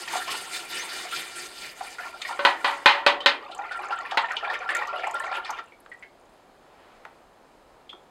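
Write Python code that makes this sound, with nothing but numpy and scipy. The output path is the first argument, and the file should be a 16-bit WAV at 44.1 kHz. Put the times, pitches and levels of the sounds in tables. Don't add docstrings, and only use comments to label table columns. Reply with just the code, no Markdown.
import sys
import numpy as np
from scipy import signal
from scipy.io import wavfile

SR = 44100
rng = np.random.default_rng(int(sys.argv[2]) if len(sys.argv) > 2 else 0)


def persist_wave(psi):
    counts = np.round(np.clip(psi, -1, 1) * 32767).astype(np.int16)
    wavfile.write(sys.argv[1], SR, np.atleast_2d(counts).T)


N = 357210

# peak_s, level_db (of the fizz at 6-14 kHz)
STEAM_PUFFS = [(0, -44), (.13, -35.5), (.31, -35.5), (0.538, -38.5), (0.762, -37.5), (.96, -39),
               (1.178, -38), (1.41, -42), (1.628, -43.5), (1.848, -47.5), (2.06, -51), (2.28, -49),
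               (2.5, -52.5), (2.71, -49)]
RISE_EXTRA_DB_PER_S, RISE_HALVES_S, RISE_SLOWEST_DB_PER_S = 357.5, 0.25, 81
PUFF_FALL_DB_PER_S = 91.5
# (per Hz, relative)
FIZZ_COLOUR = [(59, -54), (100, -26.5), (358, -22.5), (1250, -17), (1390, 0), (1580, -11.5), (1800, -8.5),
               (8280, -15), (16000, -33.5)]
# pitch_hz, width_hz, level_db (before each source's boost)
AIR_RESONANCES = [(356, 68, 2.5), (734, 41, -5.5), (1380.7, 17, 4.5), (1800, 30, -5.5), (2377, 41, -9),
                  (2921, 14, -3), (3590, 20, -1.5), (4644, 410, -15), (8300, 300, -13.5)]
# (per Hz, relative)
FORGE_COLOUR = [(15, -37), (25, -5.5), (114, -15), (394, -6.5), (754, -5.5), (2480, -22.5), (4030, -25.5),
                (5730, -29), (8360, -32.5), (16000, -44)]
FORGE_DB = -55.5
# time_s, level_db (before surges, flicker and pot air)
STIR_LEVEL = [(0, -46.5), (.22, -43), (.52, -49.5), (1.03, -50.5), (1.68, -60.5), (2.05, -44.5),
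              (2.39, -43), (3.07, -48), (3.45, -42.5), (3.76, -41.5), (4.41, -36.5), (5.32, -38.5),
              (5.6, -46), (5.74, -87)]
# (per Hz, relative)
WATER_COLOUR = [(120, -52), (200, -39.5), (719, 0.5), (1390, 3.5), (1520, -6.5), (1780, 3.5),
                (14000, -44.5)]
# start_s, level_db (before the pot air)
WALL_SLAPS = [(0.079, -19.5), (0.275, -16.5), (1.123, -17.5), (2.0016, -28), (2.216, -18), (2.2493, -23),
              (3.5125, -28), (3.718, -19.5), (3.919, -26.5), (4.11, -15.5), (4.365, -15), (4.497, -18.5),
              (4.876, -19), (5.1487, -35), (5.25, -47), (5.446, -19)]
SURGE_DB, SURGE_S = 5.5, .05
# start_s, level_db (before the pot air), pitch_hz (at the start)
LOUD_BUBBLES = [(0.076, -27, 1825), (0.154, -16.5, 732), (0.279, -22, 1036), (0.339, -24, 858),
                (0.961, -31, 1380), (1.049, -28, 689), (1.123, -23, 1337), (1.807, -21, 760),
                (1.983, -25.5, 1415), (2.249, -22.5, 1844), (2.289, -23, 927), (3.204, -25.5, 3000),
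                (3.588, -19.5, 775), (3.711, -20.5, 1430), (3.789, -23, 805), (3.904, -21.5, 798),
                (3.922, -19, 1330), (4.118, -17.5, 758), (4.239, -19, 894), (4.31, -21, 1422),
                (4.425, -24, 652), (4.495, -24, 710), (4.689, -15, 1695), (4.748, -17, 1814),
                (4.812, -18.5, 823), (4.927, -20.5, 583), (5.068, -16.5, 833), (5.146, -26.5, 800),
                (5.24, -23, 1332), (5.314, -21.5, 758), (5.492, -17.5, 844)]
# start_s, level_db, first_hz, last_hz, glide_s, length_s
STEAM_SQUEAL = (.77, -30, 4300, 6600, .02, .08)
# start_s, level_db, centre_hz
SURFACE_SPITS = [(2.2179, -33, 6100), (3.548, -38, 7600), (3.7695, -46, 8300), (4.3173, -35, 6060),
                 (4.3655, -41, 6200), (4.7036, -39, 7600), (4.748, -24.5, 7200), (4.7664, -29.5, 6330),
                 (4.871, -34, 5800), (5.0706, -36, 7250), (5.11, -34, 6960), (5.142, -37, 8200),
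                 (5.1966, -33.5, 7800), (5.5043, -29, 6000)]
SMALL_SPITS_SPAN_S, SMALL_SPITS_FADE_DB = (3.5, 6.35), 15
# start_s, level_db
DULL_TAPS = [(5.861, -34), (7.051, -28), (7.93, -34.5)]
# start_s, level_db, treble_db_per_octave, ring_share (times the fade times),
# low_ring_db (added below 680 Hz)
ROD_KNOCKS = [(2.392, -21, -2.5, 1.2, 1), (2.45, -6, -1.5, 1.14, -9), (2.645, -12.5, -1, 1.7, -8),
              (2.859, -3.5, 1, 1.78, -8.5), (3.064, -7, 1.5, 1.14, 1.5), (3.26, -6.5, 4.5, 1.18, 6.5),
              (4.173, -11.5, -0.5, 0.73, -14)]
# (to -60 dB, before ring_share)
WALL_MODES = [(573.4, -1.5, 0.3), (753, -15, 0.39), (934, -13, 0.23), (1510, 1.5, 0.099), (1940, -3, 0.25),
              (1850, -5, 0.15), (1365, -11.5, 0.15), (2074, -9.5, 0.17), (2480, -8, 0.15),
              (3064, -6.5, 0.11)]
# (per Hz, relative)
CLATTER_COLOUR = [(150, -47), (300, -13.5), (570, -14), (660, -15.5), (920, 7), (1250, -0.5), (1490, 0.5),
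                  (2210, -3.5), (4010, -2), (5000, -23), (5900, -45.5), (15000, -49.5)]
# (to -60 dB, before ring_share)
CLATTER_FADE = [(200, 1), (900, 0.23), (3000, 0.18), (5000, 0.063), (9000, 0.04)]
# start_s, level_db, pitch_hz (centre of the cluster), fade_s (to -60 dB)
FALLING_DROPS = [(5.673, -49, 2750, 0.089), (5.721, -46, 2240, 0.12), (5.916, -33.5, 1916, 0.15),
                 (6.025, -34, 2110, 0.081), (7.893, -35, 3275, 0.19), (7.933, -37, 416, 0.06)]
ROOM_FADE_S, WALL_CUT_HZ, ROOM_DB = 0.26, 6200, -17
# pitch_hz, width_hz, depth (0-1)
HOUSING_DIPS = [(5697, 410, 1), (6740, 228, .4), (14600, 360, .7)]
CUTOFF_HZ = 16300


def amp(db):
    return np.exp(np.asarray(db) * (np.log(10) / 20))


def rms_one(x):
    return x / np.sqrt(np.mean(x ** 2) + 1e-20)


def at_hz(points, hz):
    table_hz, values = np.array(points).T
    return np.interp(np.log(hz), np.log(table_hz), values)


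def in_time(rows):
    s, db = np.transpose(rows)
    return amp(np.interp(np.arange(N) / SR, s, db, right=-120))


def drift(rate_hz):
    step = 40
    r = np.exp(-2 * np.pi * rate_hz * step / SR)
    noise = rng.standard_normal(N // step + 2002)
    slow = rms_one(signal.lfilter([1], [1, -2 * r, r * r], noise)[2000:])
    return np.interp(np.arange(N) / step, np.arange(len(slow)), slow)


def resonance(x, hz, width_hz):
    r = np.exp(-np.pi * width_hz / SR)
    top = np.array([1, 0, -1]) * (1 - r * r) / 2
    return signal.lfilter(top, [1, -2 * r * np.cos(2 * np.pi * hz / SR), r * r], x + 1e-18)


def bands(rows):
    edges = 22 * 2 ** (np.arange(25) / 2.5)
    for k, (low, high) in enumerate(zip(edges, edges[1:])):
        sos = signal.butter(2, [low, high], "band", fs=SR, output="sos")
        yield np.sqrt(low * high), signal.sosfilt(sos, rows[k % 2])


def coloured(rows, spectrum, patchy_db, rate_hz):
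    together = drift(rate_hz)
    total = 0
    for hz, band in bands(rows):
        flicker = 0.53 * together + drift(rate_hz)
        total = total + amp(at_hz(spectrum, hz) + patchy_db * flicker) * band
    return rms_one(total)


def add(out, s, sound):
    i = round(s * SR)
    out[i:i + len(sound)] += sound[:N - i]


def grains(per_s, spread_db):
    sizes = amp(spread_db * np.minimum(rng.exponential(1, (2, N)), 5))
    signs = rng.choice([-1, 1], (2, N))
    struck = rng.random((2, N)) < per_s / SR
    return rms_one(sizes * signs * struck)


def pot_air(x, boost_db):
    return x + sum(amp(db + boost_db) * resonance(x, hz, width) for hz, width, db in AIR_RESONANCES)


def bubble(hz, fade_s, rise):
    t = np.arange(round(max(fade_s, .003) * SR)) / SR
    phase = 2 * np.pi * np.cumsum(hz * 2 ** (rise * t)) / SR
    onset = 1 - np.exp(-t * hz / 5.0)
    return np.sin(phase) * amp(-60 * t / fade_s) * onset


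def burst(hz, width_hz, fade_s):
    t = np.arange(3000) / SR
    noise = rng.standard_normal(len(t)) * amp(-60 * t / fade_s) * (1 - np.exp(-t / 0.00124))
    noise = resonance(resonance(noise, hz, width_hz), hz, width_hz)
    return noise / np.abs(noise).max()


def puffs():
    s, db = np.transpose(STEAM_PUFFS)[:, :, None]
    step = 32
    since = np.arange(0, N, step) / SR - s
    rise = RISE_SLOWEST_DB_PER_S + RISE_EXTRA_DB_PER_S * 2 ** (-s / RISE_HALVES_S)
    level = (db + np.minimum(rise * since, -PUFF_FALL_DB_PER_S * since)).max(axis=0)
    return np.repeat(amp(level), step)[:N]


def fizz():
    bursts = grains(per_s=9000, spread_db=1.5)
    sound = pot_air(coloured(bursts, FIZZ_COLOUR, patchy_db=2.85, rate_hz=19), boost_db=10.0)
    treble_filter = signal.butter(4, [6000, 14000], "band", fs=SR, output="sos")
    treble = signal.sosfilt(treble_filter, sound)
    return puffs() * sound / np.std(treble)


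def forge_roar():
    noise = rng.standard_normal((2, N))
    return amp(FORGE_DB) * coloured(noise, FORGE_COLOUR, patchy_db=.4, rate_hz=4)


def random_bubbles(cycles=45, per_s=300, spread_db=2.8):
    blips, draws = np.zeros(N), rng.random((2000, 4))
    times = np.cumsum(-np.log(draws[:, 0]) / per_s)
    for s, (_, size, loud, climb) in zip(times, draws):
        hz = 350 * 16 ** size
        if s < STIR_LEVEL[-1][0]:
            gain = amp(at_hz(WATER_COLOUR, hz) - spread_db * np.log(loud + .03)) * np.sqrt(hz)
            add(blips, s, gain * bubble(hz, cycles / hz, rise=12 * climb ** 2))
    return blips / np.std(blips[:round(STIR_LEVEL[-1][0] * SR)])


def water(rush_db=-1):
    clicks = grains(per_s=4300, spread_db=-1.0)
    rush = coloured(clicks, WATER_COLOUR, patchy_db=5.5, rate_hz=14)
    churn = random_bubbles() + amp(rush_db) * rush
    t, slaps, surge = np.arange(SR // 4) / SR, np.zeros(N), np.zeros(N)
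    for s, db in WALL_SLAPS:
        add(slaps, s, amp(db - 60 * t / 0.11) * (1 - np.exp(-t / 0.0021)))
    for s, *_ in LOUD_BUBBLES:
        add(surge, s, np.exp(-t / SURGE_S))
    churn = churn * amp(SURGE_DB * (np.minimum(surge, 1) - .5))
    bright = resonance(resonance(rush, 3700, 5500), 3800, 9200)
    bright = rms_one(bright) / 4
    flicker = amp(2.2 * drift(13))
    return pot_air(flicker * in_time(STIR_LEVEL) * churn + slaps * bright, boost_db=7)


def loud_bubbles():
    out = np.zeros(N)
    for (s, db, hz), draw in zip(LOUD_BUBBLES, rng.random((len(LOUD_BUBBLES), 8))):
        add(out, s, amp(db) * bubble(hz, 0.067, rise=3.5))
        add(out, s, amp(db - 7) * burst(hz * 1.1, hz * .6, fade_s=.11))
        for late, higher in draw.reshape(4, 2):
            weaker = bubble(hz * (0.94 + 0.29 * higher), 0.074, rise=7)
            add(out, s + .006 + 0.029 * late, amp(db - 13) * weaker)
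    return pot_air(out, boost_db=0.0)


def squeal():
    out = np.zeros(N)
    s, db, first_hz, last_hz, glide, length = STEAM_SQUEAL
    t = np.arange(round(length * SR)) / SR
    hz = last_hz + (first_hz - last_hz) * np.exp(-t / glide)
    shape = np.sqrt(np.sin(np.pi * t / length)) * (1 - t / length)
    add(out, s, amp(db) * np.sin(2 * np.pi * np.cumsum(hz) / SR) * shape)
    return out


def spits(small_db=-51, spread_db=5.0):
    out = np.zeros(N)
    for s, db, hz in SURFACE_SPITS:
        sparkle = 0.16 * burst(12200, 3100, fade_s=0.033)
        add(out, s, amp(db) * (burst(hz, hz * 0.32, fade_s=0.028) + sparkle))
    for when, size, loud in rng.random((70, 3)):
        s = np.interp(when, (0, 1), SMALL_SPITS_SPAN_S)
        hz = 6000 * 1.79 ** size
        db = small_db - SMALL_SPITS_FADE_DB * when ** 2 - spread_db * np.log(loud + .05)
        add(out, s, amp(db) * burst(hz, hz * .22, fade_s=0.025))
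    for s, db in DULL_TAPS:
        thud = .35 * burst(700, 900, fade_s=.12)
        add(out, s, amp(db) * (burst(1100, 1100, fade_s=.012) + thud))
    return out


def knocks(modes_db=-17, clatter_db=-8):
    out, t = np.zeros(N), np.arange(SR // 2) / SR
    for s, db, treble_db, share, low_db in ROD_KNOCKS:
        def tilt(hz):
            return treble_db * np.log2(hz / 1500) + low_db * (hz < 680)

        ring = 0
        for hz, level, fade_s in WALL_MODES:
            trio = hz * (1 + rng.normal(0, .012, (3, 1)))
            mode_db = level + tilt(hz) + rng.normal(0, 3) - 60 * t / (fade_s * share)
            ring = ring + amp(mode_db) * np.sin(2 * np.pi * trio * t).sum(axis=0)
        crack = 1 + 0.3 * np.exp(-t / 0.0029)
        noise = rng.standard_normal((2, len(t))) * (1 - np.exp(-t / .0003)) * crack
        clatter = 0
        for hz, band in bands(noise):
            fade_db = 60 * t / (share * at_hz(CLATTER_FADE, hz))
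            clatter = clatter + amp(at_hz(CLATTER_COLOUR, hz) + tilt(hz) - fade_db) * band
        clatter = clatter / np.std(clatter[:900])
        add(out, s, amp(db) * (amp(modes_db) * ring + amp(clatter_db) * clatter))
    no_bass = signal.butter(4, 260, "high", fs=SR, output="sos")
    return signal.sosfilt(no_bass, out + 1e-18)


def drops():
    out = np.zeros(N)
    for (s, db, hz, fade_s), draw in zip(FALLING_DROPS, rng.normal(0, 1, (len(FALLING_DROPS), 5))):
        cluster = sum(bubble(hz * (1 + 0.0358 * d), fade_s, rise=0.4) for d in draw)
        add(out, s, amp(db) * cluster / np.sqrt(len(draw)))
        add(out, s, amp(db - 5) * burst(hz * .85, hz * .6, fade_s=.1))
    return out


def sleeve_swish(noise):
    swell = np.exp(-((np.arange(N) / SR - 6.9) / .25) ** 2)
    return 1.73 * swell * resonance(noise, 2000, 2400)


def workshop(x):
    out, dull = np.zeros(N), np.exp(-2 * np.pi * WALL_CUT_HZ / SR)
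    for k, lag in enumerate((np.geomspace(.011, .041, 10) * SR).astype(int)):
        loop, gain, state = x.copy(), amp(-60 * lag / SR / ROOM_FADE_S), [0.]
        for i in range(lag, N, lag):
            back, state = signal.lfilter([gain * (1 - dull)], [1, -dull], loop[i - lag:i], zi=state)
            loop[i:i + lag] += back[:N - i]
        out += (loop - x) * (-1) ** k
    return out


def scene():
    pot = fizz() + water() + loud_bubbles() + squeal() + spits() + knocks() + drops()
    forge = forge_roar()
    sleeve = sleeve_swish(forge[::-1])
    return (pot + amp(ROOM_DB) * workshop(pot) + forge + sleeve)[None]


def record(dry):
    for hz, width, depth in HOUSING_DIPS:
        dry = dry - depth * resonance(dry, hz, width)
    top_cut = signal.cheby2(18, 60, CUTOFF_HZ, fs=SR, output="sos")
    return signal.sosfilt(top_cut, np.clip(dry, -1, 1))


dry = scene()
out = record(dry)
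persist_wave(out)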